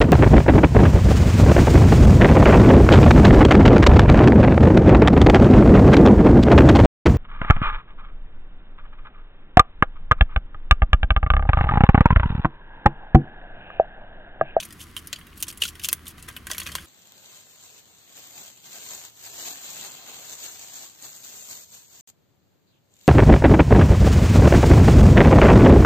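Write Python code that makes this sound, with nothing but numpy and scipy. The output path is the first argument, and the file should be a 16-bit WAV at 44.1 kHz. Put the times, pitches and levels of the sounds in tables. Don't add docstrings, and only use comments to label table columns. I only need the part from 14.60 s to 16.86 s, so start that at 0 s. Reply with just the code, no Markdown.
import sys
import numpy as np
from scipy import signal
from scipy.fft import rfft, irfft, next_fast_len
from scipy.io import wavfile
from scipy.ndimage import uniform_filter1d, map_coordinates

SR = 44100
rng = np.random.default_rng(int(sys.argv[2]) if len(sys.argv) > 2 else 0)


def store_pcm(level_fs):
    pcm = np.round(np.clip(level_fs, -1, 1) * 32767).astype(np.int16)
    wavfile.write(sys.argv[1], SR, np.atleast_2d(pcm).T)


def voltage_ratio(level):
    return 10 ** (np.asarray(level, float) / 20)


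N = 99621


def unit(x):
    return x / np.sqrt(np.mean(x ** 2) + 1e-20)


def left_right(mid, side):
    return np.array([mid + side, mid - side])


def level_curve_db(points):
    start_s, level_db = np.transpose(points)
    return np.interp(np.arange(N) / SR, start_s, level_db)


def along(points, hz):
    point_hz, value = np.transpose(points)
    return np.interp(np.log(hz + 1), np.log(point_hz + 1), value)


def filtered(x, response):
    m = next_fast_len(N + 8192)
    return irfft(rfft(x, m) * response(np.fft.rfftfreq(m, 1 / SR)), m)[..., :N]


def band(f, hz, width_hz):
    return 1j * f * width_hz / (hz ** 2 - f * f + 1j * f * width_hz)


def resonant(x, peaks):
    def response(f):
        h = sum((-1) ** k * voltage_ratio(db) * band(f, hz, width_hz) for k, (hz, width_hz, db) in enumerate(peaks))
        return h / np.sqrt(np.mean(abs(h) ** 2))
    return filtered(x, response)


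# pitch_hz, likeness_0_to_1
LIKENESS = [(30, 1), (300, 0.87), (1200, 0.7), (8000, 0.1)]


def air(gain):
    def response(hz):
        turn_rad = np.arccos(np.clip(along(LIKENESS, hz), -1, 1)) / 2
        return gain(hz) * [np.cos(turn_rad), np.sin(turn_rad)]
    return unit(left_right(*filtered(rng.standard_normal((2, N)), response)))


# pitch_hz, density_db_per_hz
ROOM_TONE = [(20, -23), (45, -6), (90, -2.5), (300, -5.5), (600, -22.5), (850, -8.5), (1200, -11.5),
             (3200, -25)]
# pitch_hz, density_db_per_hz
MIC_HISS = [(4000, 15), (10000, -3), (15500, 7)]
# pitch_hz, width_hz, level_db
HOUSE_HUM = [(42, 36, -57.5), (78.5, 1.9, -55), (172.6, 4.8, -72.5), (334, 3.7, -64.5)]


def room():
    tone = voltage_ratio(-49.5) * air(lambda hz: voltage_ratio(along([(8, -52)] + ROOM_TONE + [(9000, -76)], hz)))
    hiss = voltage_ratio(-62) * air(lambda hz: voltage_ratio(along([(300, -20)] + MIC_HISS, hz)))
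    hum = sum(voltage_ratio(db) * air(lambda f: 1 / (1 + (2 * (f - hz) / width_hz) ** 2))
              for hz, width_hz, db in HOUSE_HUM)
    return tone + hiss + hum


def walls(x):
    t60_s, level_db = 0.16, -25.5
    t = np.arange(SR // 3) / SR
    tail = rng.standard_normal((2, len(t))) * voltage_ratio(-60 * t / t60_s)
    return voltage_ratio(level_db) * signal.fftconvolve(x, tail / np.linalg.norm(tail[0]), axes=1)[:, :N]


# start_s, level_db
CLOTH_RUSTLE = [
    (1.3, -66),
    (1.7, -55),
    (2.0, -50.5),
    (2.15, -44),
    (2.26, -59),
]
# pitch_hz, width_hz, level_db
CLOTH_MODES = [(65.4, 25, 7), (186.7, 43, 1)]


def cloth_rumble():
    rumble = resonant(resonant(rng.standard_normal(N), CLOTH_MODES), CLOTH_MODES)
    return voltage_ratio(level_curve_db(CLOTH_RUSTLE)) * unit(rumble)


# pitch_hz, width_hz, level_db
LOW_MODES = [(457, 610, -6.5), (1110, 370, 4), (1563, 149, 6), (1954, 390, 4)]
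MIDDLE_MODES = [(2600, 640, 4.5), (3264, 644, 7.5)]
UPPER_MODES = [(4320, 680, -0.72), (6470, 1670, -1.2)]
BRIGHT_MODES = [(8550, 3800, 0.54), (12750, 8300, 1.3), (14850, 2600, 1)]


def foil(low, middle, upper, bright):
    side_db, left_db = (-7.5, -8.5, -15.5, -11.5), 0.5
    bands = zip((low, middle, upper, bright), (LOW_MODES, MIDDLE_MODES, UPPER_MODES, BRIGHT_MODES), side_db)
    mid, side = sum(resonant(x, modes) * voltage_ratio([[0], [db]]) for x, modes, db in bands)
    return left_right(mid, side) * voltage_ratio([[left_db / 2], [-left_db / 2]])


def clicks(level, rate_hz, mix_db):
    spread_db, grain_s, friction = 3.5, 0.0007, 1.3
    unequal_db = spread_db * (rng.exponential(size=N) + rng.standard_normal((4, N)))
    size = (rng.random(N) < rate_hz / SR) * voltage_ratio(unequal_db)
    grains = signal.lfilter([1], [1, -np.exp(-1 / (grain_s * SR))], size)
    shape = unit(abs(grains)) + friction
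    noise = rng.standard_normal((4, 2, N))
    return foil(*(voltage_ratio(mix_db)[:, None, None] * level * shape[:, None] * noise))


# start_s, level_db
HANDS = [(0.0, -54), (0.3, -55.5), (0.43, -54.5), (0.55, -57), (0.72, -59), (0.82, -60.5), (1.16, -54),
         (1.36, -55.5), (1.43, -57), (1.5, -55), (1.545, -61.5), (1.7, -52.5), (1.84, -58), (1.91, -52.5),
         (2.17, -46.5), (2.26, -53)]


def rustle():
    level = voltage_ratio(-9 + level_curve_db(HANDS))
    return clicks(level, rate_hz=900, mix_db=(-1.5, -6.5, -7, -3.5))


# start_s, length_s, level_db
TEAR_EVENTS = [(0.189, 0.059, -45), (0.365, 0.039, -46.5), (0.758, 0.1, -51), (0.878, 0.038, -38.5),
               (1, 0.11, -42), (1.213, 0.072, -42.5), (1.46, 0.061, -46.5), (1.573, 0.037, -53.5),
               (1.627, 0.035, -56), (0.548, 0.022, -57), (1.895, 0.029, -41.5), (1.704, 0.076, -59),
               (1.854, 0.46, -51)]


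def tearing():
    t = np.arange(N) / SR
    level = 0
    for start_s, length_s, db in TEAR_EVENTS:
        arch = 4 * (t - start_s) * (start_s + length_s - t) / length_s ** 2
        level = level + voltage_ratio(db) * np.sqrt(np.clip(arch, 0, 1))
    return clicks(level, rate_hz=700, mix_db=(-21, -12.5, -11, -8.5))


# start_s, peak_db, pitch_hz
FOLD_SNAPS = [(0.0041, -22.7, 7500), (0.0282, -26.5, 2700), (0.0317, -25.8, 3900), (0.0483, -31.9, 8600),
              (0.0515, -28.3, 10400), (0.0887, -38.4, 11800), (0.1266, -29.7, 9900), (0.3285, -47.7, 3300),
              (0.3403, -45.9, 1600), (0.4567, -43.8, 1600), (0.6689, -33.8, 12700), (0.7309, -40.0, 2800),
              (0.7602, -43.1, 10300), (0.7969, -37.2, 12200), (0.8027, -28.2, 11700),
              (0.8105, -32.0, 11300), (0.8194, -31.3, 11200), (0.8259, -10.8, 13400),
              (0.8266, -12.8, 13700), (0.8312, -13.6, 12500), (0.842, -29.2, 2900), (0.8689, -30.8, 8700),
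              (0.9262, -34.9, 9600), (1.0093, -38.0, 11500), (1.0164, -27.2, 3400), (1.0251, -15.2, 6600),
              (1.0507, -23.9, 3100), (1.0659, -23.5, 11400), (1.0789, -26.6, 11300), (1.0865, -23.5, 3200),
              (1.0905, -25.2, 6400), (1.2172, -32.2, 3100), (1.2308, -27.6, 12800), (1.2371, -19.2, 12800),
              (1.2432, -18.6, 11100), (1.2519, -14.3, 9000), (1.2543, -13.4, 7600), (1.2584, -20.0, 6500),
              (1.2852, -23.6, 12300), (1.2876, -5.6, 12200), (1.3145, -25.5, 11500), (1.3294, -2.4, 12200),
              (1.4632, -37.4, 3600), (1.5605, -45.1, 2300), (1.7257, -40.6, 9300), (1.8866, -34.1, 1900),
              (1.9025, -27.2, 2100), (1.9066, -27.4, 8000), (1.9109, -29.5, 6500), (1.9189, -22.4, 8400),
              (1.9755, -34.0, 1500), (1.9983, -25.8, 2800), (2.0015, -17.2, 9700), (2.0051, -23.3, 11100),
              (2.0174, -27.7, 2600), (2.0265, -30.0, 3600), (2.0341, -26.7, 6400), (2.0601, -28.8, 3100),
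              (2.0943, -33.4, 1300), (2.1258, -31.1, 3400)]


def ticks():
    cycles, level_db = 1.1, -3
    tail_db, tail_t60_s = -12.5, 0.024
    side_db, lean, lean_spread = -9, 0.45, 0.7
    start_s, peak_db, pitch_hz = np.transpose(FOLD_SNAPS)[..., None]
    count = len(start_s)
    t = np.arange(1024) / SR
    u = t * pitch_hz / cycles

    f = np.fft.rfftfreq(len(t), 1 / SR)
    around_pitch = 1 / (1 + (2 * (f - pitch_hz) / pitch_hz) ** 2)
    rough = irfft(rfft(rng.standard_normal((count, 2, len(t)))) * around_pitch[:, None], len(t))
    rough = rough / rough.std(axis=2, keepdims=True)
    rough = rough * voltage_ratio(tail_db - 60 * t / tail_t60_s) * np.minimum(u, 1)[:, None]

    pan = np.stack([np.ones(count), rng.normal(lean, lean_spread, count)], axis=1)
    snap = u * np.exp(1 - u) * np.sin(2 * np.pi * pitch_hz * t)
    snap = snap[:, None] * pan[..., None]
    sound = voltage_ratio(peak_db + level_db)[:, None] * (snap + rough) * voltage_ratio([[0], [side_db]])

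    first = np.round((start_s - cycles / pitch_hz) * SR).astype(int)
    at = (first + np.arange(len(t))).ravel()
    mid, side = (np.bincount(at, sound[:, k].ravel(), N + len(t))[:N] for k in range(2))
    return left_right(mid, side)


# start_s, pitch_hz, level_db
PANEL_POPS = [
    (.366, 990, -29),
    (1.053, 1440, -23.5),
    (1.765, 1536, -28.5),
    (1.871, 1620, -29.5),
    (2.153, 1030, -17),
    (2.184, 1560, -27.5),
]


def pops():
    t60_s, rise_s = 0.022, 0.0006
    start_s, pitch_hz, level_db = np.transpose(PANEL_POPS)[..., None]
    t = np.maximum(np.arange(N) / SR - start_s, 0)
    envelope = voltage_ratio(level_db - 60 * t / t60_s) * (1 - np.exp(-t / rise_s))
    return np.sum(envelope * np.sin(2 * np.pi * pitch_hz * t), axis=0)


# start_s, bright_peak_db, then low_db, middle_db,
# upper_db against that peak
CREASE_EVENTS = [(0.0, -30, -8, 5, 4), (0.0074, -26, -27, -8.5, -10), (0.0253, -33.5, -9, -4.5, -10),
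                 (0.0305, -28, -16, -11, -5.5), (0.0506, -29.5, -15, -12.5, -9),
                 (0.105, -42, -8.5, -12, -4), (0.1244, -30, -20, -20, -13), (0.194, -48, -14, -23, -26),
                 (0.204, -31.5, -19, -3.5, -26), (0.3647, -20.5, -12.5, -1.5, -16),
                 (0.3756, -29.5, -10.5, -24, -10), (0.4712, -25, -21, -17, -9.5),
                 (0.528, -25.5, -5, 6.5, 6.5), (0.5582, -46, -22, 9, 2.5), (0.5863, -38.5, -6, -9, -24),
                 (0.6102, -60.5, 1, 8.5, -13), (0.6674, -49, -3, -1.5, -9), (0.7745, -32, -40, -38, -29),
                 (0.8013, -25, -35, -42, -33), (0.8249, -7.5, -27.5, -16, -10),
                 (0.8296, -16, -23, -10, -6.5),
                 (0.8669, -48, -2, 1, -15), (0.8814, -18, -19, -13.5, -8.5), (0.9248, -36, -9, -9, -10),
                   (0.9734, -25.5, -35, -16.5, -19), (1.0187, -12, -22, -7, -25),
                   (1.0199, -24, -11, 11.5, 5.5), (1.0356, -11.5, -21, -2, -4), (1.052, -23.5, -10, 0.5, 1),
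                   (1.078, -31, -39, -17, 1.5), (1.087, -27, -30, -19, -7), (1.1524, -43, -4, -3.5, -5),
                   (1.1946, -35, -10, -2.5, -2.5), (1.2363, -16, -29, -11, -11),
                   (1.243, -19.5, -18, -16, -28), (1.2449, -14, -23, -2.5, -4.5),
                   (1.2521, -18.5, -28, -4.5, -18), (1.2863, -14, -14, -5.5, 1.5),
                   (1.3193, -36, -1.5, -8, -4), (1.3283, -3, -21.5, -14.5, -14),
                   (1.4552, -40.5, -7, -26, -11), (1.467, -30.5, -17, -5.5, -8),
                   (1.479, -19, -42, -24, -17.5),
                 (1.5796, -50, 5, -1, -17), (1.625, -32, -23, -13, -9), (1.6855, -24.5, -10, -11, -8.5),
                     (1.6805, -51, 12.5, -10, -8), (1.699, -49, 6, 1, -5), (1.7643, -24.5, -10, -3, -12.5),
                     (1.8683, -22.5, -8.5, -10.5, -11), (1.9007, -38.5, 6.5, -12, -13),
                     (1.913, -13.5, -14.5, -9.5, -5), (1.9322, -25, -18, -4.5, -4),
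                     (1.9459, -31.5, -2.5, -7, -5), (1.9656, -41, -3.5, -18, -7),
                     (1.9808, -12, -19, -9.5, -7.5), (1.9998, -20.5, -13, -8.5, -7),
                     (2.016, -30, -7.5, -4.5, -15), (2.0307, -31, -21, -24, -7), (2.0594, -48, 7, 11, -21),
                     (2.064, -28, -4.5, 2.5, -2), (2.071, -26.5, -5, -3.5, -4), (2.0875, -42, 6.5, -7, 1.5),
                     (2.1167, -33, -5, -7, -0.5), (2.1518, -13, -9.5, -8.5, -4.5),
                     (2.182, -48, 4, 7.5, -18)]


def creases():
    crack_s, rise_s, lag_s = 0.00009, 0.0004, 0.0009
    strain_s, strain_db = 0.002, -30
    ring_db, ring_lag = -9, 0.34
    ring_t60_s = np.array([[0.061], [0.056], [0.047], [0.047]])
    kick_db = (15, 12, 8)
    colour_db, lumps_db, lumps_hz = 5.5, 3.5, 1300
    lead = SR // 100
    t = (np.arange(SR // 12) - lead) / SR
    after = np.maximum(t, 0)
    strain = (t < 0) * voltage_ratio(strain_db) * np.exp(np.minimum(t, 0) / strain_s)
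    rise = 1 - np.exp(-after / rise_s)
    crack = after / crack_s * np.exp(1 - after / crack_s)
    lump_grid = np.meshgrid(range(4), after * lumps_hz, indexing="ij")
    drive = np.zeros((4, 2, N + 2 * len(t)))
    for start_s, peak_db, low_db, middle_db, upper_db in CREASE_EVENTS:
        noise = rng.standard_normal((4, 2, len(t)))
        knots = rng.standard_normal((4, 100))
        patch = unit(uniform_filter1d(rng.standard_normal(len(t) // 2 + 1), size=12))
        ringing = unit(irfft(rfft(noise) * voltage_ratio(colour_db * patch), len(t)))
        lumps = voltage_ratio(lumps_db * map_coordinates(knots, lump_grid, order=1))
        fall = voltage_ratio(ring_db - ring_lag * (peak_db + 20.5) - 60 * after / ring_t60_s)
        sound = (fall * lumps * rise + strain)[:, None] * ringing
        sound[:3, :, lead] += voltage_ratio(kick_db)[:, None] * np.sign(noise[0, :, 0])
        sound[3] += crack * np.sign(noise[3])
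        mix = voltage_ratio(peak_db + np.array([low_db + 1.5, middle_db, upper_db + 0.5, -4.5]))
        first = round((start_s + lag_s) * SR)
        drive[..., first:first + len(t)] += mix[:, None, None] * sound
    return foil(*drive[..., lead:lead + N])


def scene():
    around = room() + cloth_rumble()
    sheet = rustle() + tearing() + ticks() + pops() + creases()
    return sheet + walls(sheet) + around


def band_limit(x):
    return signal.sosfilt(signal.butter(12, 16980, fs=SR, output="sos"), x)


def record(dry):
    def response(hz):
        dip = 1 - 0.82 * band(hz, 855, 480)
        return dip * np.where(hz < 15800, 1, voltage_ratio(-33) * (hz < 16900))
    return band_limit(filtered(dry, response))


dry = scene()
out = record(dry)
store_pcm(out)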